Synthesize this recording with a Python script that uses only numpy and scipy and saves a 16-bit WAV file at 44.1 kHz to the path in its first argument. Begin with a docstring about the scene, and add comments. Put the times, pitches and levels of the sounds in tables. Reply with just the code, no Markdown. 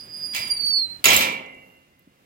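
"""A steel gate swings shut and slams: blows wake the crowded modes of its loose frame, its bars ring on.
On the way the dry hinge squeals by stick-slip, sags in pitch and jumps to a lower note, and the frame
clanks. After the slam it rattles against the latch and the post thuds. The surroundings scatter the
squeal. The swing rumbles over quiet open air; afterwards a foot shifts on the gravel."""
import sys
import numpy as np
from scipy import signal
from scipy.fft import rfft, irfft
from scipy.io import wavfile
from scipy.ndimage import uniform_filter1d

SR = 44100
rng = np.random.default_rng(int(sys.argv[2]) if len(sys.argv) > 2 else 0)


def master(y):
    """Save y as 16-bit WAV."""
    cut = np.clip(np.atleast_2d(y).T, -1, 1)
    pcm = np.round(cut * 32767)  # scale
    wavfile.write(sys.argv[1], SR, pcm.astype(np.int16))


N = 99225

# blows on the frame: t/s, level/dB, treble/dB, clang/dB, bass/dB
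FRAME_BLOWS = [(.335, -36, -1.5, 8.5, 4), (.347, -28, 4.5, 7.5, -8), (.362, -28, 2.5, 5.5, -6.5),
               (.41, -44, 10.5, 7.5, -1), (.474, -44.5, 7, -10.5, -10.5), (1.0413, -16, 4, 2, 0),
               (1.0552, -12, 0.5, 3.5, 8.5), (1.0837, -15, -7, 4.5, -0.5), (1.102, -11, -8.5, -2, 1.5),
               (1.118, -15, -7.5, -6, 4.5), (1.132, -23, 10.5, 1.5, 0.5), (1.142, -22, 5, -0.5, -10.5),
               (1.163, -21, 9.5, -8, -14), (1.19, -29.5, 2, 17.5, -5.5), (1.208, -18.5, -3.5, 8, -16.5),
               (1.222, -23, -5, 0.5, -3.5), (1.235, -33.5, -9, 0.5, -10), (1.255, -33, -3, 15, 6),
               (1.321, -49, 10, -9, 9)]
CLANG_HZ = 2255
LEFT_LAG_S, COHERENCE_HZ = .00042, 950  # left channel lags; channels diverge above the corner


def amp(db):
    """Decibels to gain."""
    return 10 ** (np.asarray(db) / 20)


def freqs():
    """Bin frequencies/Hz."""
    return np.maximum(np.arange(N // 2 + 1) * SR / N, 1)


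def times():
    """Sample times/s."""
    return np.arange(N) / SR


def at(hz, table):
    """Interpolate a table over log frequency."""
    f, values = np.array(table).T
    return np.interp(np.log(hz), np.log(f), values)


def unit(x):
    """Scale to rms 1."""
    return x / np.sqrt(np.mean(x ** 2))


def pan(db):
    """Stereo gains for a left-minus-right level."""
    return amp(np.array([[db], [-db]]) / 2)


def walk(rate_hz):
    """Smooth random motion, spread near 1."""
    hold = int(SR / rate_hz)
    steps = rng.standard_normal(N)[np.arange(N) // hold]
    return uniform_filter1d(uniform_filter1d(steps, hold), hold)


def noise(gain, low_hz=63.7, treble_coherence=.21):
    """Coloured stereo noise, rms 1: late on the left, most coherent in the low mids."""
    f = freqs()
    right, unrelated = rfft(rng.standard_normal((2, N)))
    coherence = treble_coherence + (1 - treble_coherence) / (1 + (f / COHERENCE_HZ) ** 4)
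    coherence = np.clip(coherence / (1 + (low_hz / f) ** 4), 0, 1)
    delay = np.exp(-2j * np.pi * f * LEFT_LAG_S)
    left = coherence * right * delay + np.sqrt(1 - coherence ** 2) * unrelated
    return unit(irfft(np.array([left, right]) * gain, N))


def fade(start_s, t60_s, rise_s):
    """Quick rise, exponential decay."""
    age = np.maximum(times() - start_s, 0)
    return (1 - np.exp(-age / rise_s)) * np.exp(-np.log(1000) * age / t60_s)


def knocks(table, half_width_hz, rise_s):
    """Brief contacts, each one damped band of noise."""
    return sum(amp(db) * fade(s, t60, rise_s) * noise(1 / (1 + ((freqs() - hz) / half_width_hz) ** 2))
               for s, hz, db, t60 in table)


def background():
    """Rumble and hiss of the moving gate over quiet open air."""
    # spectra of swing and air: f/Hz, relative density/dB
    swing_spectrum = [(30, -17), (60, -9), (160, 1), (300, -1.5), (450, -7.5), (650, -9.5), (2300, -11),
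                      (3500, -13.5), (7000, -23.5), (15000, -21.5)]
    air_spectrum = [(20, -21), (55, -0.5), (230, -3.5), (410, -7), (1290, -13.5), (2500, -13.5),
                    (4000, -21), (15500, -29.5)]
    # their envelopes: t/s, level/dB
    swing_levels = [(0, -53.5), (.2, -49.5), (.6, -49), (.85, -55.5), (1.03, -54.5), (1.299, -66.5)]
    air_levels = [(1.4, -56), (1.9, -62), (2.05, -66.5), (2.2, -63.5)]
    f, t = freqs(), times()
    swing = noise(amp(at(f, swing_spectrum))) * amp(np.interp(t, *np.array(swing_levels).T) + walk(25))
    air = noise(amp(at(f, air_spectrum))) * amp(np.interp(t, *np.array(air_levels).T) + 1.8 * walk(6))
    return pan(-1.9) * (swing + air)


def gravel(grain_db=4):
    """Gravel shifts underfoot: soft scuffs, a few clicking stones."""
    # scuffs: t/s, Gaussian width/s, level/dB
    scuffs = [(1.70, 0.064, -60.5), (2.17, .06, -75)]
    # grit: f/Hz, relative density/dB
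    grit_spectrum = [(1000, 11), (4000, -11), (8000, -17.5), (12000, 1.5), (15500, -5)]
    # stone clicks: t/s, f/Hz, level/dB, t60/s
    stones = [(1.461, 6060, -54.5, 0.039), (1.545, 8000, -57.5, 0.031), (1.993, 12780, -50, 0.018),
              (2.0234, 14000, -58, 0.019)]
    swell = sum(amp(db) * np.exp(-((times() - s) / width) ** 2 / 2) for s, width, db in scuffs)
    grit = unit(noise(amp(at(freqs(), grit_spectrum))) * amp(grain_db * walk(600)))
    return swell * grit + knocks(stones, half_width_hz=1500, rise_s=.00036)


def thuds():
    """Post and foot give dull, low knocks."""
    # impacts: t/s, f/Hz, level/dB, t60/s
    impacts = [(.335, 60, -50, 0.26), (.385, 65, -42.5, 0.13), (1.05, 60, -37, 0.29),
               (1.163, 60, -26.5, 0.11), (1.375, 80.03, -50, .12), (1.56, 90.5, -52.5, 0.17),
               (2.07, 190, -41.5, 0.045)]
    return pan(-.5) * knocks(impacts, half_width_hz=120, rise_s=.0027)


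def latch():
    """The latch pings as the gate rattles against it."""
    # pings: t/s, f/Hz, level/dB, t60/s
    pings = [(1.0418, 12200, -8, 0.032), (1.042, 4620, -19, 0.031), (1.0555, 6810, -8, 0.03),
             (1.0837, 6760, -10, 0.044), (1.1625, 12170, -18, 0.17), (1.163, 7400, -17, .05)]
    return pan(-5) * knocks(pings, half_width_hz=130, rise_s=.00068)


def echoes(x, gap_s=.004, low_t60_s=.35, high_t60_s=.11, split_hz=2400):
    """Scatter from the surroundings; air absorbs the treble sooner."""
    low = 1 / (1 + (freqs() / split_hz) ** 8)
    spray = rng.standard_normal((2, N))
    slow, fast = (rfft(unit(spray * fade(gap_s, t60, .0031))) for t60 in (low_t60_s, high_t60_s))
    return irfft(rfft(x) * (low * slow + (1 - low) * fast), N) / np.sqrt(N)


def hinge(wobble_hz=6.25, flutter_db=2.7, echo_db=5.5):
    """Stick-slip sings two notes; the sliding pitch beats against its own echoes."""
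    # first and second note: t/s, f/Hz, level/dB
    high_note = [(0, 4864, -39), (.07, 4876, -55), (.14, 4873, -35.5), (.19, 4870, -44.5),
                 (.24, 4868, -30.5), (.3, 4840, -37.5), (.41, 4891, -38.5), (.47, 4812, -35.5),
                 (.52, 4749, -28), (.56, 4698, -36.5), (.572, 4630, -28), (.59, 4575, -31.5),
                 (.615, 4557, -31.5), (.655, 4515, -24), (.72, 4505, -28.5), (.78, 4486, -31),
                 (.81, 4495, -58.5)]
    low_note = [(.73, 4350, -53.5), (.765, 4245, -30.5), (0.811, 4250, -36.5), (.85, 4092, -40),
                (.89, 4153, -43), (.95, 4147, -49), (.985, 4112, -62)]
    # overtones: harmonic number, relative level/dB
    overtones = [(2, -14), (3, -24.5)]
    chatter_hz_per_khz, loss_db_per_khz = 42, 13  # the slowing hinge sags: more jitter, weaker overtones
    t, start_hz, squeal = times(), high_note[0][1], 0
    for note in (high_note, low_note):
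        s, hz, db = np.array(note).T
        pitch_hz = np.interp(t, s, hz)
        sag_khz = (start_hz - pitch_hz) / 1000
        jitter_hz = wobble_hz * walk(60) + chatter_hz_per_khz * sag_khz * walk(170)
        phase = 2 * np.pi * np.cumsum(pitch_hz + jitter_hz) / SR
        tone = np.sin(phase)
        for k, overtone_db in overtones:
            tone += amp(overtone_db - loss_db_per_khz * sag_khz + 2 * walk(8.8)) * np.sin(k * phase)
        sounding = uniform_filter1d(1. * ((t >= s[0]) & (t <= s[-1])), size=200)
        level = amp(np.interp(t, s, db) + flutter_db * walk(50))
        squeal += np.sqrt(2) * tone * sounding * level
    direct = np.array([np.interp(t - LEFT_LAG_S, t, squeal), squeal])
    return pan(-7) * (direct + amp(echo_db) * echoes(squeal))


def force(hz, db, treble_db, clang_db, bass_db):
    """Gain with which one blow drives a frequency."""
    treble = treble_db / (1 + (6000 / hz) ** 2)
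    clang = clang_db / (1 + ((hz - CLANG_HZ) / 170) ** 4)
    bass = bass_db / (1 + (hz / 470) ** 2)
    return amp(db + treble + clang + bass)


def bars(gain_db=-11.5, detune=.002):
    """The bars ring on in close, beating modes, slightly detuned at each blow."""
    # bar modes: f/Hz, relative level/dB, t60/s
    modes = [(184, -25.5, 1.2), (219.7, -21.5, 0.83), (263.7, -22.5, 1.1), (529, -20.5, 1.6),
             (910, -12.5, 0.84), (993.7, -5, .6), (1353, -11, 0.36), (1997, -2, .35), (2033, -18.5, 1.42),
             (2053, -19.5, 1.4), (2126, -16, 1.1), (2284, -8.5, 0.8), (2358, -2, 0.55), (2545, -3, 0.31),
             (2735, -16.5, 1.28), (2750, -14, 1.1), (2797, -13.5, 1), (2840, -20.5, 1.5), (2980, -15.5, .9),
             (6130, -13, 0.36), (6500, -14.5, .35), (7840, -12, 0.38), (12180, -7, .17)]
    out, t = np.zeros((2, N)), times()
    for hz, db, t60 in modes:
        ring = amp(gain_db + db) * fade(0, t60, .002)
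        draws = rng.standard_normal((len(FRAME_BLOWS), 3))
        for (s, *strength), (shift, turn, spread) in zip(FRAME_BLOWS, draws):
            i = int(s * SR)
            n = min(N - i, int(t60 * SR))
            phase = 2 * np.pi * (hz * (1 + detune * shift) * t[:n] + turn)
            lag_rad = 2 * np.pi * hz * LEFT_LAG_S + spread * min(hz / COHERENCE_HZ / 2, 1)
            out[:, i:i + n] += force(hz, *strength) * ring[:n] * np.sin([phase - lag_rad, phase])
    return pan(-4.5) * out


def frame_colour(ripple_db=3.5, ripple_step_hz=45.41):
    """Stereo spectrum of the frame: broad shape, main resonances, ripple of countless lesser ones."""
    # broad shape: f/Hz, relative density/dB
    spectrum = [(24, -49), (40, -16), (253, -15.5), (461, -13), (509, -10.5), (1190, -8), (1310, -10),
                (1490, -12.5), (1910, -6.5), (2330, -3), (3470, -4.5), (5440, -8.5), (6640, -9.5),
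                (9410, -14.5), (11800, -13), (13300, -15), (15500, -10)]
    # resonances: f/Hz, width/Hz, boost/dB
    resonances = [(1315, 6.7, 9), (2032, 30, 8.5), (2326, 27, 2.5), (3640, 43, 0), (4700, 120, 3),
                  (6040, 38, 9.5), (6670, 60, -1), (7880, 150, 5), (10030, 35, 5.5), (12180, 60, 11.5),
                  (15000, 80, 6.5)]
    # balance: f/Hz, left minus right/dB
    balance = [(60, -2.5), (200, 3.5), (400, .5), (1200, -1), (2400, -7.5), (4400, -1.5), (8000, 1),
               (13000, -4)]
    f = freqs()
    peaks_db = sum(db / (1 + (2 * (f - hz) / width) ** 2) for hz, width, db in resonances)
    ripple = np.interp(f / ripple_step_hz, np.arange(len(f)), rng.standard_normal(len(f)))
    ripple *= np.minimum(f / CLANG_HZ, 1)
    side_db = np.array([[1], [-1]]) * at(f, balance) / 2
    return amp(at(f, spectrum) + peaks_db + ripple_db * ripple + side_db)


def frame(ring_db=-.5, bloom_cycles=1.8, crack_db=-3, crack_tau_s=.0046):
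    """Each blow cracks and wakes the frame's crowded modes; lows bloom late and stay."""
    # ring decay: f/Hz, t60/s
    decay = [(50, .3), (110, 0.72), (200, 0.98), (550, 0.96), (1300, .6), (2400, .55), (4500, .36),
             (8000, .28), (15000, .23)]
    centres_hz = [50, 110, 220, 500, 1000, 1650, 2100, 2500, 3200, 4800, 7500, 11000, 15000]
    spectrum, out = rfft(noise(frame_colour())), 0
    for hz, pick in zip(centres_hz, np.eye(len(centres_hz))):
        band = irfft(spectrum * np.interp(np.log(freqs()), np.log(centres_hz), pick), N)
        ring = amp(ring_db) * fade(0, at(hz, decay), bloom_cycles / hz)
        crack = amp(crack_db) * fade(0, np.log(1000) * crack_tau_s, 1 / hz)
        power = np.zeros(N)
        for s, *strength in FRAME_BLOWS:
            i = int(s * SR)
            power[i:] += (force(hz, *strength) * (ring + crack)[:N - i]) ** 2
        out += band * np.sqrt(power)
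    return out


def scene():
    """Stereo mix, gate to the right."""
    return latch() + thuds() + hinge() + frame() + bars() + gravel() + background()


def record(dry, low_cut_hz=42, limit=.9, top_hz=15900):
    """Bass roll-off, hard clip, steep low-pass."""
    thin = signal.sosfilt(signal.butter(2, low_cut_hz, "high", fs=SR, output="sos"), dry)
    clipped = np.clip(thin, -limit, limit)
    return signal.sosfilt(signal.ellip(10, .2, 80, top_hz, fs=SR, output="sos"), clipped)


dry = scene()
out = record(dry)
master(out)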